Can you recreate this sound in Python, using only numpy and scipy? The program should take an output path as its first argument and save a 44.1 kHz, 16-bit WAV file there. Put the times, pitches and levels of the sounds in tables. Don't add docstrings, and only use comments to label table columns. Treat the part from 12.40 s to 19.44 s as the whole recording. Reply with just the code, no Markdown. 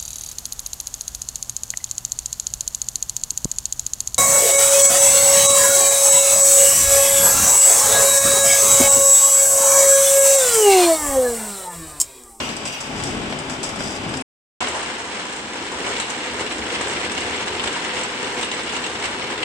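import sys
import numpy as np
from scipy import signal
from scipy.fft import rfft, irfft
from scipy.io import wavfile

SR = 44100
rng = np.random.default_rng(int(sys.argv[2]) if len(sys.argv) > 2 else 0)


def unload_wav(signal):
    wavfile.write(
        sys.argv[1],
        SR,
        np.round(np.clip(np.atleast_2d(signal).T, -1, 1) * 32767).astype(np.int16),
    )


N = 310464

MILL_SPAN, GRINDER_SPAN = (0, 1.825), (2.205, 7.04)
LEAD = SR // 4
SIZE = 2 ** 15
HZ = np.arange(SIZE // 2 + 1) * SR / SIZE
AGE = np.arange(SIZE) / SR


def undb(db):
    return 10 ** (np.asarray(db) / 20)


def unit(x):
    return x / np.sqrt(np.mean(x ** 2))


def fade(t60):
    return np.exp(-np.log(1000) * AGE / t60)


def times(span):
    return np.arange(round(span[0] * SR) - LEAD, round(span[1] * SR)) / SR


def curve(table, t):
    seconds, db = np.transpose(table)
    return np.interp(t, seconds, db)


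def effort(table, t):
    db = curve(table, t)
    return db - db.mean()


def swell(t, start, length, attack, release):
    rise = np.clip((t - start) / attack + 0.5, 0, 1)
    decay = np.exp(-np.maximum(t - start - length, 0) / release)
    return rise * decay


def rubbing(table, t, attack, release):
    amplitude = sum(undb(db) * swell(t, start, length, attack, release) for start, length, db in table)
    return 20 * np.log10(1e-9 + amplitude)


def gains(points):
    hz, db = np.transpose(points)
    return undb(np.interp(np.log(HZ + 1), np.log(hz), db))


def colour(points):
    cepstrum = irfft(np.log(gains(points)), SIZE)
    cepstrum[1:SIZE // 2] *= 2
    cepstrum[SIZE // 2 + 1:] = 0
    return np.exp(rfft(cepstrum))


def resonances(modes):
    return sum(undb(db) * 1j * HZ * width / (hz ** 2 - HZ ** 2 + 1j * HZ * width) for hz, width, db in modes)


# frequency in Hz, gain in dB.
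SOFT_CONTACT = [(5500, -1.5), (11000, -22.5)]


def detuned(modes, share):
    shifts = 1 + share * rng.standard_normal(len(modes))
    shifted = [(hz * shift, width, db) for (hz, width, db), shift in zip(modes, shifts)]
    return gains(SOFT_CONTACT) * resonances(shifted)


def spot_colour(patchy_db=3, step_hz=300):
    hz = np.arange(0, SR, step_hz)
    patches = np.clip(rng.standard_normal(len(hz)), -2, 2)
    db = patchy_db * patches * np.minimum(hz / 1500, 1)
    return colour(np.transpose([hz + 1, db]))


def through(x, response):
    return irfft(rfft(x) * response)


def diffuse(spacing_m=0.13, likeness=0.99, sound_speed=343):
    alike = likeness * np.sinc(2 * HZ * spacing_m / sound_speed)
    mid, side = through(rng.standard_normal((2, SIZE)), np.sqrt([1 + alike, 1 - alike]))
    return np.array([mid + side, mid - side])


def blow(t60, direct_db, hall_db, lag):
    field, ring = diffuse(), fade(t60)
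    hall = (fade(1) - ring) * (1 - AGE / AGE[-1])
    arrival = 10 + np.array([[1], [-1]]) * (lag + rng.normal(0, 1)) / 2
    tick = unit(np.sinc(AGE * SR - arrival))
    return unit(field * ring) + undb(hall_db) * unit(field * hall) + undb(direct_db) * tick


def contacts(t, rate, spread_db, count=8):
    chance = rng.random((count, len(t)))
    share = rate / count / SR
    spot, when = np.nonzero(chance < share)
    hardness = np.minimum(-np.log(chance[spot, when] / share), 4)
    forces = np.zeros(chance.shape)
    forces[spot, when] = undb(spread_db * hardness) * (-1) ** when
    return forces / np.sqrt(count * np.mean(forces ** 2))


def rattle(forces, db, response, t60, direct_db, hall_db, lag):
    gain, out = undb(db), 0
    for force, shape in zip(forces, np.broadcast_to(response, (len(forces), len(HZ)))):
        answer = unit(through(blow(t60, direct_db, hall_db, lag), shape * spot_colour())) / np.sqrt(SIZE)
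        out = out + signal.oaconvolve([force * gain], answer, axes=1)[:, :len(force)]
    return out


def ping(hz, t60, scatter=0.03):
    other_hz = hz * (1 + scatter * rng.standard_normal())

    def ring(pitch):
        return np.sin(2 * np.pi * (pitch * AGE + rng.random((2, 1))))

    onset = 1 - fade(0.0022)
    return (ring(hz) + 0.5 * ring(other_hz)) * fade(t60) * onset


def strikes(table, t, bright, body, modes, t60, direct_db, hall_db, lag, ring_db, clink_t60):
    out = np.zeros((2, len(t) + SIZE))
    crack_colour, clack_colour = colour(bright), colour(body)
    for seconds, db, body_db, mode_db, clink_hz, clink_db in table:
        responses = np.array([crack_colour, clack_colour, detuned(modes, 0.025)])[:, None]
        parts = through(blow(t60, direct_db, hall_db, lag), responses * spot_colour())
        crack, clack, ring = (part / abs(part).max() for part in parts)
        clink = undb(clink_db) * ping(clink_hz, clink_t60)
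        sound = crack + undb(body_db) * clack + undb(mode_db + ring_db) * ring + clink
        start = int((seconds - t[0]) * SR)
        out[:, start:start + SIZE] += undb(db) * sound
    return out[:, :len(t)]


def heard(x, span, lean):
    ports = irfft([colour([(hz, side * db / 2) for hz, db in lean]) for side in (1, -1)])
    placed = signal.oaconvolve(x, ports, axes=1)[:, LEAD:x.shape[1]]
    closing = np.minimum(np.arange(placed.shape[1])[::-1] / 128, 1)
    return np.pad(placed * closing, ((0, 0), (round(span[0] * SR), N)))[:, :N]


# time in seconds, level in dB.
MILL_LOAD = [(0.0, -31), (0.166, -39), (0.258, -33), (0.335, -55.5), (0.44, -37), (0.54, -31.5),
             (0.65, -28.5), (0.81, -27.5), (1.0, -34), (1.34, -35), (1.408, -30.5), (1.52, -34),
             (1.67, -28), (1.82, -36.5)]


def mill_load(t):
    return effort(MILL_LOAD, t)


# frequency in Hz, width in Hz, level in dB.
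STAND_MODES = [(144, 25, 3), (269, 13, -20), (383, 24, -7), (850, 21, -2), (1330, 30, -8.5),
               (2580, 46, -13), (5800, 25, -4)]


def mill_stand():
    return 1 + resonances(STAND_MODES)


# frequency in Hz, relative level in dB.
FRAME_COLOUR = [(15, -50), (25, -20.5), (96, -11), (141, -10.5), (189, -8.5), (263, -2.5), (339, -10),
                (408, -9), (600, -21.5), (780, -21.5), (1320, -120)]


def frame_rumble(t, load, stand):
    jolts = contacts(t, rate=1000, spread_db=1.0)
    response = colour(FRAME_COLOUR) * stand
    return rattle(jolts, -32.5 + 0.85 * load, response, t60=0.0684, direct_db=-2.5, hall_db=-3, lag=-0.23)


# frequency in Hz, relative level in dB.
ROLLS_COLOUR = [(290, -28), (500, -8), (726, -6), (912, -8.5), (1740, -9), (2870, -11), (4400, -21),
                (5720, -53.5), (9680, -120)]


def roll_clatter(bites, load, stand):
    response = colour(ROLLS_COLOUR) * stand
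    return rattle(bites, -31 + 0.23 * load, response, t60=0.1, direct_db=-17, hall_db=-0.5, lag=-0.5)


# frequency in Hz, relative level in dB.
STEEL_COLOUR = [(2350, -6.5), (4000, -11.5), (4230, -17), (4750, 2.5), (5450, 1), (6580, -3.5), (7940, 2.5),
                (9020, -6.5), (10000, -17.5), (11600, -20), (12700, -30.5), (13900, -29.5), (15000, -48.5)]
# start in seconds, length in seconds, level in dB.
SCRAPES = [(0.0, 0.13, -36.5), (0.249, 0.024, -30), (0.318, 0.016, -41.5), (0.553, 0.061, -35.5),
           (0.65, 0.082, -37), (0.893, .04, -38), (1.098, 0.034, -35.5), (1.232, 0.009, -29),
           (1.387, 0.13, -33), (1.546, .02, -37), (1.73, 0.041, -36.5)]


def guide_scrape(t, bites, load, stand):
    guide_db = -40.5 + 0.093 * load
    db = np.maximum(guide_db, rubbing(SCRAPES, t, attack=0.0081, release=0.037))
    response = colour(STEEL_COLOUR) * stand
    return rattle(bites, db, response, t60=0.045, direct_db=-5.0, hall_db=-14.0, lag=-0.55)


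# start in seconds, crack level in dB before a common gain, then
# clack in dB and chute ring in dB against the crack (the ring before a common trim),
# clink pitch in Hz, clink in dB against the crack's peak.
CLANKS = [(0.0024, -23.5, 3, -2.5, 7550, -22), (0.09, -28.5, 5, 3.5, 7450, -18),
          (0.1659, -25.5, -16, -23.5, 8300, -9), (0.2542, -24, -11, -3, 7600, -14),
          (0.274, -25, -16, -4, 7980, -4), (0.3252, -27, -10, -13, 7600, -12),
          (0.4048, -20.5, -8, -20, 7655, -20.5), (0.4085, -22.5, -9, -25, 7520, -14),
          (0.6, -33.5, 10, 3, 7700, -16), (0.627, -33, 8, 1, 7700, -16), (0.6363, -20, -11, -22, 7800, -13),
          (0.672, -28, -10, -24, 5650, -3), (0.9244, -35.5, 15, 3, 7700, -10),
          (0.9889, -27, -11.5, -24, 8200, -7), (1.0973, -25.5, 1, -14, 7750, -8),
          (1.2307, -22, -7.5, -10, 8100, -9), (1.238, -25, 1.5, -7.5, 7740, -6),
          (1.291, -25, -3.5, -27, 7740, -9.5), (1.3585, -30, 1.5, -24.5, 7700, -18),
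          (1.405, -29, 6.5, -13.5, 8040, -10.5), (1.473, -29.5, 0, -10, 5200, -3),
          (1.69, -31.5, -7, -17.5, 8300, -8), (1.739, -27.5, 7, -11, 5100, -6),
          (1.7715, -22, -17, -22.5, 7500, -11), (1.8102, -37, -6, -12.5, 8100, 5.5)]
# frequency in Hz, width in Hz, level in dB.
CHUTE_MODES = [(2090, 31, -0.5), (2460, 65, 0), (2770, 140, 6), (3320, 50, -2), (3480, 42, -1.5),
               (5770, 16, -9.5), (6700, 20, -18.5)]


def chute_clanks(t):
    return undb(5) * strikes(CLANKS, t, STEEL_COLOUR, ROLLS_COLOUR, CHUTE_MODES, t60=0.055, direct_db=-9,
                             hall_db=-2.5, lag=-0.41, ring_db=1, clink_t60=0.06)


# start in seconds, length in seconds, level in dB.
SQUEALS = [(0.005, .03, -29), (.085, .04, -50), (.266, 0.017, -30.5), (.322, 0.023, -32),
           (.36, 0.031, -46.5)]
# frequency in Hz, width in Hz, level in dB.
SQUEAL_MODES = [(2230, 45, -1), (2530, 61, 2.5), (2760, 50, -1.5), (2845, 67, 1), (3130, 90, -6),
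                (3660, 40, -11), (4620, 31, -5), (5800, 37, -3)]


def bar_squeal(t, bites):
    db = rubbing(SQUEALS, t, attack=0.007, release=0.034)
    return rattle(bites, db, resonances(SQUEAL_MODES), t60=0.069, direct_db=-3, hall_db=1, lag=-0.55)


# frequency in Hz, left minus right in dB.
MILL_LEAN = [(60, 4), (110, 3.5), (200, 2.5), (370, 4), (690, 3), (1270, 6), (2340, 0), (4320, 3.5),
             (7950, 2.5), (14600, -3)]


def mill():
    t = times(MILL_SPAN)
    load, stand = mill_load(t), mill_stand()
    bites = contacts(t, rate=1400, spread_db=0.5)
    machine = frame_rumble(t, load, stand) + roll_clatter(bites, load, stand)
    bar = guide_scrape(t, bites, load, stand) + bar_squeal(t, bites)
    return heard(machine + bar + chute_clanks(t), MILL_SPAN, MILL_LEAN)


# time in seconds, level in dB.
CHURN = [(2.21, -29.5), (2.33, -32.5), (2.52, -33.5), (2.63, -36), (2.77, -34), (3.0, -36), (3.5, -32),
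         (3.75, -33.5), (4.35, -30), (5.5, -29.5), (5.7, -32), (5.95, -31), (6.5, -33), (7.03, -30)]


def briskness(t):
    return effort(CHURN, t)


# start in seconds, length in seconds, unscaled rise in dB.
SURGES = [(2.425, .05, 0), (3.434, 0.13, 3), (3.553, 0.048, 3), (3.995, 0.013, 6), (4.316, 0.044, 2),
          (4.492, 0.06, 2.5), (4.593, 0.06, 3.5), (5.228, 0.029, 3), (5.544, 0.064, 2), (5.817, 0.061, 3),
          (5.945, 0.049, 4), (6.016, 0.022, 3), (6.313, 0.034, 3.5), (6.407, 0.015, 2.5), (6.54, 0.02, 4.5),
          (6.619, 0.029, 6)]


def bunching(t, slack_share=0.3, slack_s=0.081):
    attack, release = 0.0044, 0.0087
    rise = 0
    for start, length, db in SURGES:
        push = swell(t, start, length, attack, release)
        slack = swell(t, start + length + release, slack_s, attack, release)
        rise = rise + db * (push - slack_share * slack)
    return rise


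# frequency in Hz, width in Hz, level in dB.
PAN_MODES = [(151, 21, -9), (194, 16, -11), (253, 24, -7), (946, 110, -6), (1350, 44, -3), (3560, 59, -6),
             (4204, 20, 6.5), (6300, 22, -1), (7440, 96, -6), (8040, 60, -12)]


def pan_iron():
    return 1 + resonances(PAN_MODES)


def wall_iron(spots):
    return 1 + np.array([detuned(PAN_MODES, 0.012) for _ in range(spots)])


# time in seconds, level in dB.
DRIVE_LEVEL = [(2.21, -49), (2.61, -55), (3.61, -47), (3.75, -63), (3.94, -45), (5.3, -46.5), (5.34, -54),
               (7.03, -46.5)]
# frequency in Hz, relative level in dB.
DRIVE_COLOUR = [(15, -24), (25, -27.5), (75, 3), (112, -4.5), (130, -1.5), (170, -24), (290, -120)]


def drive_hum(t, bumps):
    return rattle(bumps, curve(DRIVE_LEVEL, t), colour(DRIVE_COLOUR), t60=0.15, direct_db=3.0, hall_db=1.0,
                  lag=4)


# frequency in Hz, relative level in dB.
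BASE_COLOUR = [(65, -48.5), (110, -13.5), (194, -8), (221, -5), (252, -4), (328, -3), (403, -4.5),
               (499, -6.5), (600, -28), (780, -42), (1320, -120)]


def base_rumble(bumps, brisk, surge_db, pan):
    db = -36 + 0.6 * brisk + 0.32 * surge_db
    return rattle(bumps, db, colour(BASE_COLOUR) * pan, t60=0.052, direct_db=1.5, hall_db=-3, lag=7.7)


# time in seconds, level in dB.
DRUMMING = [(2.21, -42), (2.55, -47), (2.65, -44), (3.05, -49), (3.44, -36), (3.8, -44), (4.05, -34),
            (4.35, -39), (4.55, -36), (5.2, -38), (5.45, -44), (5.95, -34), (6.1, -42), (7.03, -39)]
# frequency in Hz, width in Hz, level in dB.
FLOOR_MODES = [(369, 31, 1.5), (407.4, 41, 5.5), (483, 15, -5.5)]


def floor_drumming(t):
    thuds = contacts(t, rate=300, spread_db=0.0, count=5)
    return rattle(thuds, curve(DRUMMING, t), resonances(FLOOR_MODES), t60=0.078, direct_db=1, hall_db=-7.5,
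                  lag=8.8)


# frequency in Hz, relative level in dB.
WALL_COLOUR = [(290, -24), (500, -2.5), (589, -6.5), (848, -5.5), (1010, -4.5), (1240, -7), (1800, -5),
               (2260, -13.5), (2480, -12.5), (2790, -14), (3400, -18), (4300, -16), (5720, -20.5),
               (9680, -120)]


def wall_churn(touches, brisk, surge_db, wall):
    db = -29.5 + 0.53 * brisk + 0.81 * surge_db
    return rattle(touches, db, colour(WALL_COLOUR) * wall, t60=0.11, direct_db=-4.0, hall_db=-5.5, lag=2.6)


# frequency in Hz, relative level in dB.
UPPER_RING_COLOUR = [(900, -46), (1700, -12.5), (2250, -7), (2500, -5), (2900, -2), (3300, -7),
                     (3600, -7.5), (4000, -9), (4400, -15), (5720, -15.5), (9680, -120)]


def upper_ring_clang(sparse_touches, brisk, surge_db, wall):
    db = -33.5 + 0.87 * brisk + surge_db
    return rattle(sparse_touches, db, colour(UPPER_RING_COLOUR) * wall, t60=0.05, direct_db=-0.5,
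                  hall_db=-0.5, lag=5.4)


# frequency in Hz, width in Hz, level in dB.
PLATE_MODES = [(2113, 61, 6), (2267, 29, 8.5), (2758, 47, 3), (2870, 44, -6), (3247, 25, 6)]


def plate_clang(sparse_touches, brisk, surge_db):
    db = -36.5 + 1.3 * brisk + surge_db
    grooves = np.array([detuned(PLATE_MODES, 0.035) for _ in sparse_touches])
    return rattle(sparse_touches, db, grooves, t60=0.055, direct_db=1.5, hall_db=-3.5, lag=3.0)


# frequency in Hz, relative level in dB.
BALLS_COLOUR = [(2350, -25), (4000, -16), (4750, -6.5), (5600, -3), (6470, -4), (7030, -2.5), (7770, 2),
                (9270, -9), (10200, -27.5), (13700, -37), (15000, -47)]


def ball_clicks(t, touches, brisk, surge_db, pan):
    fading_db = -0.5 * (t - t.mean())
    db = -38.5 + 0.57 * brisk + 1.26 * surge_db + fading_db
    return rattle(touches, db, colour(BALLS_COLOUR) * pan, t60=0.05, direct_db=-3.5, hall_db=-6.5, lag=11.9)


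# start in seconds, crack level in dB before a common gain, then
# clack in dB and rim ring in dB against the crack (the ring before a common trim),
# clink pitch in Hz, clink in dB against the crack's peak.
KNOCKS = [(2.206, -18, 3.5, 10, 7340, -12), (2.2235, -16, 1, 8.5, 7270, -9), (2.24, -25, -7, 14, 7500, -15),
          (2.271, -20, 8, -5, 7600, -12), (2.2824, -15.5, -6, 0, 7700, -20),
          (2.328, -36, -6, 12, 7400, -10), (2.345, -27.5, -5, 19.5, 7500, -12),
          (2.3644, -28.5, -4, 17, 7540, -6), (2.4272, -20.5, 5, -6, 8300, -8),
          (2.46, -23, 3, -3, 7750, -13), (2.675, -35, 0, -8, 7600, -12), (2.724, -40, 3, -8, 7600, -15),
          (2.925, -19, -5, -10, 7700, -13), (2.963, -21, -12, -16, 7640, -14), (3.0, -32, 9, -8, 7700, -13),
          (3.447, -26.5, 9, 12, 7600, -10), (3.4678, -24, -9, 13, 7860, -8),
          (3.5701, -21, -1, -14, 7650, -14), (3.6, -12, 0, -21, 7960, -11), (3.6223, -24, 9, -14, 7935, -9),
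          (3.7013, -13, -6, -22, 7500, -15), (3.778, -24, 2, -10, 7600, -10),
          (4.004, -25, 5, -2, 7600, -18), (4.013, -25, 11, -1, 7500, -12), (4.064, -23, 6, -3, 7600, -10),
          (4.1208, -23, -3, 0, 7900, -3), (4.1831, -24, -6, -8, 7450, -2), (4.309, -35, 6, 0, 7600, -10),
          (4.3428, -24, -1, -7, 7660, -6), (4.4115, -16, 1, 0, 7800, -11), (4.481, -17, -8, -19, 7800, -15),
          (4.607, -25, 7, 1, 7500, -14), (4.7175, -18, 4.5, -18, 8100, -8), (4.778, -18, 7, -6, 7700, -20),
          (4.805, -15, -15, -23, 7500, -19), (4.9618, -21, -12, -10, 7540, -4),
          (5.079, -21, 9, -3, 7730, -14), (5.1953, -21.5, 14, -12, 7500, -7),
          (5.238, -18, 7, -20, 7590, -9), (5.2737, -17, 7, -22, 7480, -8),
          (5.3281, -18.5, -10, -12, 7400, -10), (5.398, -29, 4, -5, 7600, -10),
          (5.592, -21, -2, -14, 7840, -3), (5.634, -18, -6, -15, 7635, -3), (5.844, -25, 9, -8, 7540, -10),
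          (6.0109, -15.5, -5, -18, 7500, -11), (6.029, -17, 7, -12, 7900, -10),
          (6.046, -25, -10, -20, 8400, 1.5), (6.1145, -17.5, 8, -24, 7500, -13),
          (6.1444, -23, 0, -17, 7900, -4), (6.207, -27, 6, -8, 7600, -8), (6.232, -23, -6, -15, 8000, -6),
          (6.274, -26, 9, 0, 7600, -14), (6.294, -21, 7, -9, 8100, -12), (6.3513, -23, 8, -11, 7700, -14),
          (6.365, -16.5, 4, -16, 7240, -13), (6.4404, -20.5, 9, -14, 7740, -2),
          (6.463, -16, -2, -23, 7420, -17), (6.516, -34, 10, -8, 7500, -12),
          (6.599, -22, 2, -20, 8350, -13), (6.643, -19, 8, -2, 7700, -17), (6.654, -16, 0, -5, 7500, -12),
          (7.03, -20.5, 14, -20, 7600, -12)]
# frequency in Hz, relative level in dB.
CLACK_COLOUR = [(290, -23), (550, -12), (1000, -5), (1800, -6.5), (2250, -1.5), (2500, -6), (2820, 4),
                (3250, -7.5), (3700, -4), (5720, -20.5), (9680, -120)]
# frequency in Hz, width in Hz, level in dB.
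RIM_MODES = [(610, 42, 16.5), (730, 79, 15), (790, 94, 13), (1006, 80, 17.5), (1120, 42, -20),
             (3600, 34, -12)]


def rim_knocks(t):
    return undb(-3.5) * strikes(KNOCKS, t, BALLS_COLOUR, CLACK_COLOUR, RIM_MODES, t60=0.062, direct_db=-11.0,
                                hall_db=-4.0, lag=7.5, ring_db=-5.5, clink_t60=0.059)


# frequency in Hz, left minus right in dB.
GRINDER_LEAN = [(60, -3.5), (110, 2.5), (200, -3), (370, 1), (690, 0), (1270, 3), (2340, 0.5), (4320, 1.5),
                (7950, -2.5), (14600, -3.5)]


def grinder():
    t = times(GRINDER_SPAN)
    brisk, surge_db = briskness(t), bunching(t)
    bumps = contacts(t, rate=1100, spread_db=-1.0, count=6)
    touches = contacts(t, rate=700, spread_db=2.5, count=10)
    sparse_touches = contacts(t, rate=260, spread_db=2.0, count=10)
    pan, wall = pan_iron(), wall_iron(len(touches))
    low = drive_hum(t, bumps) + base_rumble(bumps, brisk, surge_db, pan) + floor_drumming(t)
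    churn = wall_churn(touches, brisk, surge_db, wall)
    ring_clang = upper_ring_clang(sparse_touches, brisk, surge_db, wall)
    clang = ring_clang + plate_clang(sparse_touches, brisk, surge_db)
    clicks = ball_clicks(t, touches, brisk, surge_db, pan)
    return heard(low + churn + clang + clicks + rim_knocks(t), GRINDER_SPAN, GRINDER_LEAN)


def scene():
    return mill() + grinder()


def record(dry):
    return signal.sosfilt(signal.ellip(10, 0.2, 80, 14950, fs=SR, output="sos"), dry)


dry = scene()
out = record(dry)
unload_wav(out)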